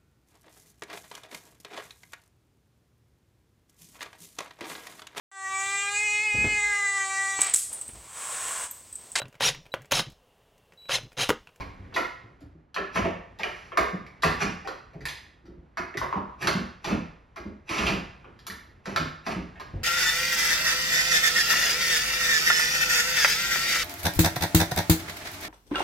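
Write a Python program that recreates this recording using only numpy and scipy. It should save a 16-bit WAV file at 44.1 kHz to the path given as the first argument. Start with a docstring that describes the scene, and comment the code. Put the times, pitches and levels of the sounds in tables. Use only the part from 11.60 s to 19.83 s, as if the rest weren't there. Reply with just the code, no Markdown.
"""A bare, echoing kitchen, where someone works on a wall cabinet. Hard contacts on wood and hinge
make sharp knocks and clicks, often followed by the low thump of a hollow panel. Short scrapes are
made of many tiny slips, and a steel tip ticks on the hinge. A faint, lumpy rumble lies underneath.
Two closely spaced microphones hear the sounds directly and through the room's echoes."""
import sys
import numpy as np
from scipy import signal
from scipy.fft import rfft, irfft, next_fast_len
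from scipy.io import wavfile
from scipy.ndimage import uniform_filter1d

SR = 44100
rng = np.random.default_rng(int(sys.argv[2]) if len(sys.argv) > 2 else 0)


def materialize(psi):
    """Save the field psi as 16-bit PCM at rate SR to the path in sys.argv[1].

    A 1-D psi becomes a single channel; in a 2-D psi each row is a channel.
    """
    bounded = np.clip(np.atleast_2d(psi).T, -1, 1)
    quanta = np.round(bounded * 32767).astype(np.int16)
    wavfile.write(sys.argv[1], SR, quanta)


N = 363056

# Levels in these tables are set before mixing; the cabinet and the room change them further.
# Knocks (time [s], level [dB], ring pitch [Hz], wood level [dB], click level [dB], contact time [s])
KNOCK_HITS = [(0.004, -33.5, 980, -55, -49, 0.0067), (0.242, -56, 1670, -76, -82, 0.0068),
              (0.324, -45, 1030, -51, -70, .0071), (0.34, -39, 910, -36.5, -36.5, 0.045),
              (0.362, -20.5, 1184, -29, -41, 0.0061), (0.806, -54, 590, -73, -67, 0.01),
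              (1.143, -41, 1510, -57, -41.5, 0.005), (1.162, -23.5, 1084, -32.5, -59, 0.0041),
              (1.355, -22, 1080, -29, -49.5, 0.016), (1.445, -29, 647, -26.5, -65, 0.0059),
              (1.563, -65.5, 870, -60, -80, 0.0037), (1.787, -52, 1940, -44, -46, 0.014),
              (1.794, -30.5, 834, -43.5, -89.5, 0.0084), (1.832, -22, 2320, -33.5, -46.5, 0.0035),
              (2.118, -35.5, 1120, -43, -71, .0037), (2.172, -15.5, 1180, -24.5, -34, 0.0034),
              (2.205, -59, 2070, -33, -48.5, 0.0061), (2.464, -44.5, 2030, -64, -61, 0.0038),
              (2.621, -30, 1610, -31, -30, 0.036), (2.633, -16, 1080, -25.5, -43, 0.0064),
              (2.804, -28.5, 1560, -41, -45, 0.0072), (2.839, -39, 990, -48, -60, 0.0022),
              (3.044, -37, 714, -37.5, -57.5, 0.036), (3.073, -30, 1110, -41, -42.5, 0.0044),
              (3.333, -52.5, 570, -52.5, -68.5, 0.0053), (3.406, -46, 1700, -61, -57.5, 0.011),
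              (3.453, -28.5, 1714, -51, -38, 0.0013), (3.485, -37, 1930, -52, -38.5, .006),
              (3.854, -57.5, 1370, -65, -66, 0.01), (4.171, -25.5, 1150, -37, -42.5, 0.0084),
              (4.34, -41.5, 1750, -38, -74, 0.002), (4.371, -28.5, 1730, -80, -39, 0.0054),
              (4.414, -33.5, 1550, -35.5, -58, 0.012), (4.529, -44, 1720, -38.5, -71, 0.00093),
              (4.556, -63, 950, -35.5, -82, 0.0066), (4.824, -28.5, 1730, -40, -43, 0.0041),
              (4.871, -20, 1330, -29, -28, 0.0033), (5.243, -28, 895, -42, -37, 0.008),
              (5.314, -29, 610, -42, -50, 0.0048), (5.759, -35.5, 1200, -42.5, -49.5, 0.015),
              (6.091, -32.5, 2370, -67, -41.5, 0.0053), (6.18, -21.5, 2610, -44, -42, 0.019),
              (6.265, -18, 2630, -32, -34.5, 0.028), (6.643, -46.5, 1180, -50.5, -81, 0.0021),
              (6.79, -53, 1780, -72, -57, .0041), (6.866, -38, 1180, -54.5, -42.5, 0.0046),
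              (6.899, -35.5, 1710, -58, -45.5, 0.0044), (7.256, -34, 1460, -41.5, -46, 0.0052),
              (7.36, -20, 1406, -34, -29.5, 0.0039), (7.664, -29, 1180, -34, -40, 0.0045),
              (7.955, -47, 1650, -53, -83, 0.012), (7.997, -36, 1080, -45.5, -47.5, 0.0068)]
# Soft blows on a panel (time [s], level [dB], pitch [Hz], deep push level [dB])
THUMP_HITS = [(0.017, -44.5, 282, -42), (0.188, -41.5, 193, -33), (0.27, -42, 130, -47),
              (0.638, -42.5, 107.4, -73), (0.817, -40, 286, -38), (0.947, -44.5, 159, -74),
              (1.188, -30.5, 390.5, -41), (1.386, -22.5, 195, -27), (1.467, -30, 202, -50),
              (1.8, -41, 196, -60), (2.185, -28, 409, -30), (2.331, -24, 186.5, -67),
              (2.647, -20, 159.3, -24.5), (2.84, -22, 199, -32.5), (3.352, -32.5, 148.4, -42),
              (3.412, -38, 136, -37), (3.84, -46, 348, -52), (3.881, -37.5, 350, -44.5),
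              (3.969, -45, 159, -42.5), (4.189, -33, 346, -40), (4.37, -32, 139, -33),
              (4.558, -24, 193, -33), (4.842, -29.5, 198, -39.5), (4.949, -19.5, 192.7, -33),
              (5.259, -34, 354, -47.5), (5.318, -16.5, 207, -29.5), (5.789, -36.5, 348, -41),
              (5.852, -27.5, 206, -35), (6.096, -27.5, 341, -36), (6.188, -25, 214.5, -32),
              (6.227, -27, 189, -28), (6.315, -21.5, 195.5, -29.5), (6.654, -46.5, 357, -52),
              (6.893, -38, 190, -43), (7.274, -28.5, 199, -57), (7.397, -23.5, 156, -33.5),
              (7.667, -29, 220, -71), (7.762, -24, 186.7, -32.5), (8.135, -28, 146, -23)]
# Scraping strokes (start [s], length [s], start level [dB], end level [dB], brightness [dB])
SCRAPE_STROKES = [(1.355, 0.061, -10, -36, 1), (1.856, 0.36, -48.5, -47, 19.5), (2.814, 0.019, -9, -23, 4),
                  (4.367, 0.052, -42.5, -50, 1), (4.812, 0.074, -20.5, -17.5, 2.5),
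                  (5.244, 0.059, -22, -15, -1.5), (6.094, 0.19, -23, -15, 9.5),
                  (7.264, 0.14, -24, -31, -1.5), (7.666, 0.056, -20, -21, 1.5)]
# Tone of a scrape (frequency [Hz], level [dB])
SCRAPE_SPECTRUM = [(120, 0.5), (200, -9), (400, -6.5), (650, -11.5), (1100, -8.5), (1800, -15),
                   (2650, -13.5), (3500, -24), (5450, -23), (7300, -32), (10800, -37), (15000, -55)]
# Hollow knocks on the door (time [s], level [dB])
DOOR_HITS = [(4.415, -34.5), (4.527, -32.5), (4.696, -53.5)]
# One blow on the door and its bounces (delay [s], level change [dB])
DOOR_BOUNCES = [(0, -0.5), (.029, -7.5), (.05, -13), (.09, -15.5)]
# A steel tip touching the hinge (time [s], level [dB])
HINGE_TICKS = [(0.362, -50.5), (0.806, -72), (1.832, -66), (2.173, -45), (2.634, -41.5), (3.454, -43),
               (4.372, -50), (4.819, -51), (6.262, -54), (6.79, -75), (6.867, -43.5)]
# Pitches at which the cabinet's body and door ring (frequency [Hz], width [Hz], level [dB])
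CABINET_RESONANCES = [(178.3, 17.6, 17), (359, 19, 2.5), (635, 110, -14.5), (1015, 110, -8),
                      (1360, 68, -6.5), (1800, 41, -5), (3140, 100, -24)]
# How long the echo takes to fade by 60 dB (frequency [Hz], fade time [s])
ECHO_FADE_TIMES = [(40, 0.59), (120, 0.4), (300, 0.33), (1000, 0.58), (2500, 0.57), (6000, 0.47),
                   (12000, 0.37)]
# Tone of the rumble (frequency [Hz], level [dB])
RUMBLE_SPECTRUM = [(12, -24), (25, -8.5), (60, 6.5), (250, -7), (670, -13.5), (1900, -18), (5500, -38),
                   (8000, -41), (13000, -54.5), (15500, -72)]
# How the rumble swells and sinks (time [s], level [dB])
RUMBLE_LEVELS = [(0.0, -37), (0.13, -49), (1.19, -62.5), (1.37, -55.5), (2.68, -53), (2.82, -50.5),
                 (3.05, -54), (3.78, -58.5), (4.22, -59), (4.54, -54), (5.82, -57.5), (6.33, -61),
                 (6.49, -53), (7.27, -57.5), (7.43, -59), (8.23, -47.5)]
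# How alike the two microphones sound (frequency [Hz], shared part [0 to 1])
MIC_LIKENESS = [(60, .992), (250, .87), (600, .45), (1400, .45), (2200, .96), (5000, .96), (7500, .995),
                (9000, .998), (15000, .98)]
# How far the left microphone's wave runs ahead (frequency [Hz], phase lead [rad])
LEFT_LEAD = [(60, 0), (400, .2), (700, .9), (1400, 1.8), (1900, .2), (5000, 0), (6800, -1.3), (8500, -3.14),
             (12000, -6.28), (15200, -9.5)]
# How much louder the left microphone is (frequency [Hz], left over right [dB])
LEFT_BALANCE = [(60, -.5), (130, 1), (300, -2.5), (700, 0), (1300, -3), (2400, -2.5), (4400, 0), (15000, 0)]

KNOCK_RISE_S, CRACK_S = 0.001522, 0.0044   # contacts shorter than CRACK_S get a strong first crack
RING_Q, RING_OVER_RATTLE_DB, RING_IN_ROOM = 5.6, 8, 0.34   # a higher Q rings longer
THUMP_FADE_S, THUMP_ROOM_DB = 0.029, -7
SCRAPE_DB, SLIPS_PER_S, SCRAPE_SPLIT_HZ = -11, 2700, 600
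ATTACK_DB_PER_S, RELEASE_DB_PER_S, DULLING_DB_PER_S = 918, 450, 56.5   # how a scrape starts, ends, dulls
DOOR_HZ, DOOR_WIDTH_HZ = 1020, 177
# Boosts for the direct sound, which goes straight to the microphones
KNOCK_DIRECT_DB, CLICK_DIRECT_DB, WOOD_DIRECT_DB = 22, 24.5, 12
THUMP_DIRECT_DB, SCRAPE_DIRECT_DB, DOOR_DIRECT_DB, TICK_DIRECT_DB = 24.5, 12, 31.5, 23
BUILD_CYCLES, EARLY_ECHO_DB, EARLY_ECHO_S = 4.4, -3.5, 0.013
GATE_FROM_HZ, GATE_DB, CUTOFF_HZ = 1500, -76.5, 15800


def knocks(places):
    """Each hard contact rings at its own pitch, with a woody note below and a click above."""
    noise = rng.standard_normal((len(KNOCK_HITS), SR // 8))
    contact_s = np.array(KNOCK_HITS)[:, [5]]
    tap = signal.unit_impulse(SR // 8, round(KNOCK_RISE_S * SR))   # one clean blow
    hits = unit(contact(noise, KNOCK_RISE_S, contact_s)) + tap * 0.0013 / contact_s   # short means crisp
    woods = unit(band(hits, 330, 800))
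    rattles = unit(band(band(hits, 700, 2700), 700, 2700))
    cracks = hits + tap * CRACK_S / contact_s
    clicks = unit(band(cracks, 2140, 5060)) + amp(-18.5) * unit(band(cracks, 3600, 11660))
    ring_share = amp(RING_OVER_RATTLE_DB) / np.sqrt(1 + amp(RING_OVER_RATTLE_DB) ** 2)
    direct, to_room = np.zeros(N), np.zeros((places, N))
    for k, (time_s, level_db, ring_hz, wood_db, click_db, _) in enumerate(KNOCK_HITS):
        ringing = resonance(cracks[k], ring_hz, ring_hz / RING_Q)
        ring = amp(level_db) * ring_share * unit(resonance(ringing, ring_hz, width_hz=ring_hz))
        rattle = amp(level_db) * np.sqrt(1 - ring_share ** 2) * rattles[k]
        click = amp(click_db) * clicks[k]
        wood = amp(wood_db) * woods[k]
        add(to_room[k % places], time_s, rattle + click + RING_IN_ROOM * ring + wood)   # places take turns
        body = amp(KNOCK_DIRECT_DB) * (rattle + ring)
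        add(direct, time_s, body + amp(CLICK_DIRECT_DB) * click + amp(WOOD_DIRECT_DB) * wood)
    return direct, to_room


def thumps():
    """A soft blow sets a panel booming near one pitch, with a deep push under it."""
    noise, out = rng.standard_normal((len(THUMP_HITS), SR // 3)), np.zeros(N)
    t = np.arange(SR // 3) / SR
    swell = contact(np.ones(len(t)), rise_s=0.0051, fade_s=THUMP_FADE_S)
    thuds = unit(band(contact(noise, rise_s=0.0054, fade_s=THUMP_FADE_S), 156, 362))
    pushes = unit(band(contact(noise, rise_s=0.0075, fade_s=0.04), 48, 89))
    for k, (time_s, level_db, hz, push_db) in enumerate(THUMP_HITS):
        tone = unit(np.sin(2 * np.pi * hz * t) * swell)
        boom = unit(tone + 0.7 * thuds[k])
        add(out, time_s, amp(level_db) * boom + amp(push_db) * pushes[k])
    return out


def scrapes():
    """Many tiny, uneven slips blur into a scrape that gets duller along the stroke."""
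    t, gain, brightness = np.arange(N) / SR, np.zeros(N), np.ones(N)
    for start_s, length_s, start_db, end_db, bright_db in SCRAPE_STROKES:
        inside = (t > start_s - .05) & (t < start_s + length_s + .15)
        since = t[inside] - start_s
        edges_db = ATTACK_DB_PER_S * np.minimum(since, 0)
        edges_db -= RELEASE_DB_PER_S * np.maximum(since - length_s, 0)
        gain[inside] = amp(np.interp(since, [0, length_s], [start_db, end_db]) + edges_db)
        brightness[inside] = amp(bright_db - DULLING_DB_PER_S * since)
    slipping = rng.random(N) < SLIPS_PER_S / SR
    strength = amp(3.9 * np.minimum(rng.exponential(1, N), 3))
    slips = slipping * strength * rng.choice([-1, 1], N)
    hz = frequencies()
    spectrum = rfft(slips) * amp(at_hz(SCRAPE_SPECTRUM, hz))
    high_share = hz ** 2 / (hz ** 2 + SCRAPE_SPLIT_HZ ** 2)
    lows, highs = irfft(spectrum * (1 - high_share), N), irfft(spectrum * high_share, N)
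    energy_in_50_ms = np.mean((lows + highs) ** 2) * SR / 20
    return amp(SCRAPE_DB) * gain * (lows / brightness + highs * brightness) / np.sqrt(energy_in_50_ms)


def door_knocks():
    """A clean blow and its bounces ring at the hollow door panel's one pitch."""
    taps = np.zeros(N)
    for time_s, level_db in DOOR_HITS:
        for delay_s, change_db in DOOR_BOUNCES:
            taps[round((time_s + delay_s) * SR)] += amp(level_db + change_db)
    ring = resonance(taps + 1e-18, DOOR_HZ, DOOR_WIDTH_HZ)
    return resonance(ring, DOOR_HZ, 3 * DOOR_WIDTH_HZ) * np.sqrt(SR / DOOR_WIDTH_HZ)


def hinge_ticks():
    """A steel tip touches the hinge so briefly that it makes only a bright tick."""
    noise, out = rng.standard_normal((len(HINGE_TICKS), SR // 20)), np.zeros(N)
    ticks = unit(band(contact(noise, rise_s=0.0002, fade_s=0.0016), 5500, 12000))
    for (time_s, level_db), tick in zip(HINGE_TICKS, ticks):
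        add(out, time_s, amp(level_db) * tick)
    return out


def cabinet(x):
    """The cabinet's body and door add their own ringing to a sound."""
    return x + sum(amp(db) * resonance(x, hz, width_hz) for hz, width_hz, db in CABINET_RESONANCES)


def room_echoes(to_room):
    """Bare walls give echoes that build up, then fade at each band's own rate. Returns two versions."""
    t, places = np.arange(SR) / SR, len(to_room)
    edges_hz = 30 * 2 ** np.arange(0, 9.6, .5)   # half an octave apart
    noise, tails = rng.standard_normal((2, 2 * places, SR)), 0
    for k, (low, high) in enumerate(zip(edges_hz, edges_hz[1:])):
        hz = np.sqrt(low * high)
        build = 1 - np.exp(-t * hz / BUILD_CYCLES)
        fade = amp(-60 * t / at_hz(ECHO_FADE_TIMES, hz))
        tails = tails + band(noise[k % 2], low, min(high, .45 * SR)) * build * fade
    tails *= 1 + amp(EARLY_ECHO_DB) * np.exp(-t / EARLY_ECHO_S)   # early echoes make the start louder
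    size = next_fast_len(N + SR)
    echoes = rfft(to_room, size) * rfft(tails.reshape(2, places, -1), size)
    return irfft(echoes.sum(axis=1), size)[:, :N]


def rumble():
    """Two unrelated streams of faint, low noise swell and sink together."""
    t = np.arange(N) / SR
    tone = amp(at_hz(RUMBLE_SPECTRUM, frequencies()))
    noise = irfft(rfft(rng.standard_normal((2, N))) * tone, N)
    swell_db = np.interp(t, *np.transpose(RUMBLE_LEVELS))
    wobble_db = 0.61 * np.interp(9 * t, np.arange(1000), rng.standard_normal(1000))   # 9 steps a second
    return amp(swell_db + wobble_db) * noise / np.std(noise)


def microphones(shared, right_only):
    """The right microphone hears a shifted share of what the left hears, plus a part of its own."""
    hz = frequencies()
    likeness = at_hz(MIC_LIKENESS, hz)
    balance = amp(at_hz(LEFT_BALANCE, hz) / 2)
    shift = np.exp(-1j * at_hz(LEFT_LEAD, hz))
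    left = rfft(shared)
    right = likeness * left * shift + np.sqrt(1 - likeness ** 2) * rfft(right_only)
    return irfft(np.array([left * balance, right / balance]), N)


def contact(x, rise_s, fade_s):
    """Shape a sound like the pressure of a blow: it rises, then dies away."""
    t = np.arange(x.shape[-1]) / SR
    return x * (1 - np.exp(-t / rise_s)) * np.exp(-t / fade_s)


def resonance(x, hz, width_hz):
    """Make a sound ring at one pitch; a narrower width rings longer."""
    decay = np.exp(-np.pi * width_hz / SR)
    gain = (1 - decay ** 2) / 2
    return signal.lfilter([gain, 0, -gain], [1, -2 * decay * np.cos(2 * np.pi * hz / SR), decay ** 2], x)


def band(x, low_hz, high_hz):
    return signal.sosfilt(signal.butter(2, [low_hz, high_hz], "band", fs=SR, output="sos"), x)


def amp(db):
    return 10 ** (np.asarray(db) / 20)


def unit(x):
    """Scale each row to a total energy of 1."""
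    return x / np.sqrt(np.sum(x ** 2, axis=-1, keepdims=True) + 1e-20)


def frequencies():
    return np.fft.rfftfreq(N, 1 / SR) + 1   # 1 Hz up, to avoid zero


def at_hz(table, hz):
    """Read between a table's rows, giving each octave equal space."""
    table_hz, values = np.transpose(table)
    return np.interp(np.log(hz), np.log(table_hz), values)


def add(track, time_s, sound):
    start = round(time_s * SR)
    track[start:start + len(sound)] += sound[:N - start]


def scene():
    """Mix the direct sounds with their echoes from three places in the room, over the rumble."""
    booms, rubbing, door = thumps(), scrapes(), door_knocks()
    knocking, to_room = knocks(places=3)
    ticks = hinge_ticks()
    direct = cabinet(knocking + amp(SCRAPE_DIRECT_DB) * rubbing)
    direct += amp(THUMP_DIRECT_DB) * booms + amp(DOOR_DIRECT_DB) * door + amp(TICK_DIRECT_DB) * ticks
    to_room[0] += rubbing
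    to_room = cabinet(to_room)
    to_room[1] += amp(THUMP_ROOM_DB) * booms
    to_room[2] += door + ticks
    shared, right_only = room_echoes(to_room) + rumble()
    return microphones(shared + direct, right_only + 0.19 * direct)


def record(dry):
    """A noise gate turns the treble down when it is quiet, and a filter cuts the very top."""
    treble = irfft(rfft(dry) / (1 + (GATE_FROM_HZ / frequencies()) ** 8), N)
    power = np.abs(uniform_filter1d(np.mean(treble ** 2, axis=0), size=SR // 40))
    closed = amp(GATE_DB) ** 2 / (power + amp(GATE_DB) ** 2)   # 0 is open, 1 is shut
    top_cut = signal.cheby2(12, 70, CUTOFF_HZ, fs=SR, output="sos")
    return signal.sosfilt(top_cut, dry - closed * treble)


dry = scene()
out = record(dry)
materialize(out)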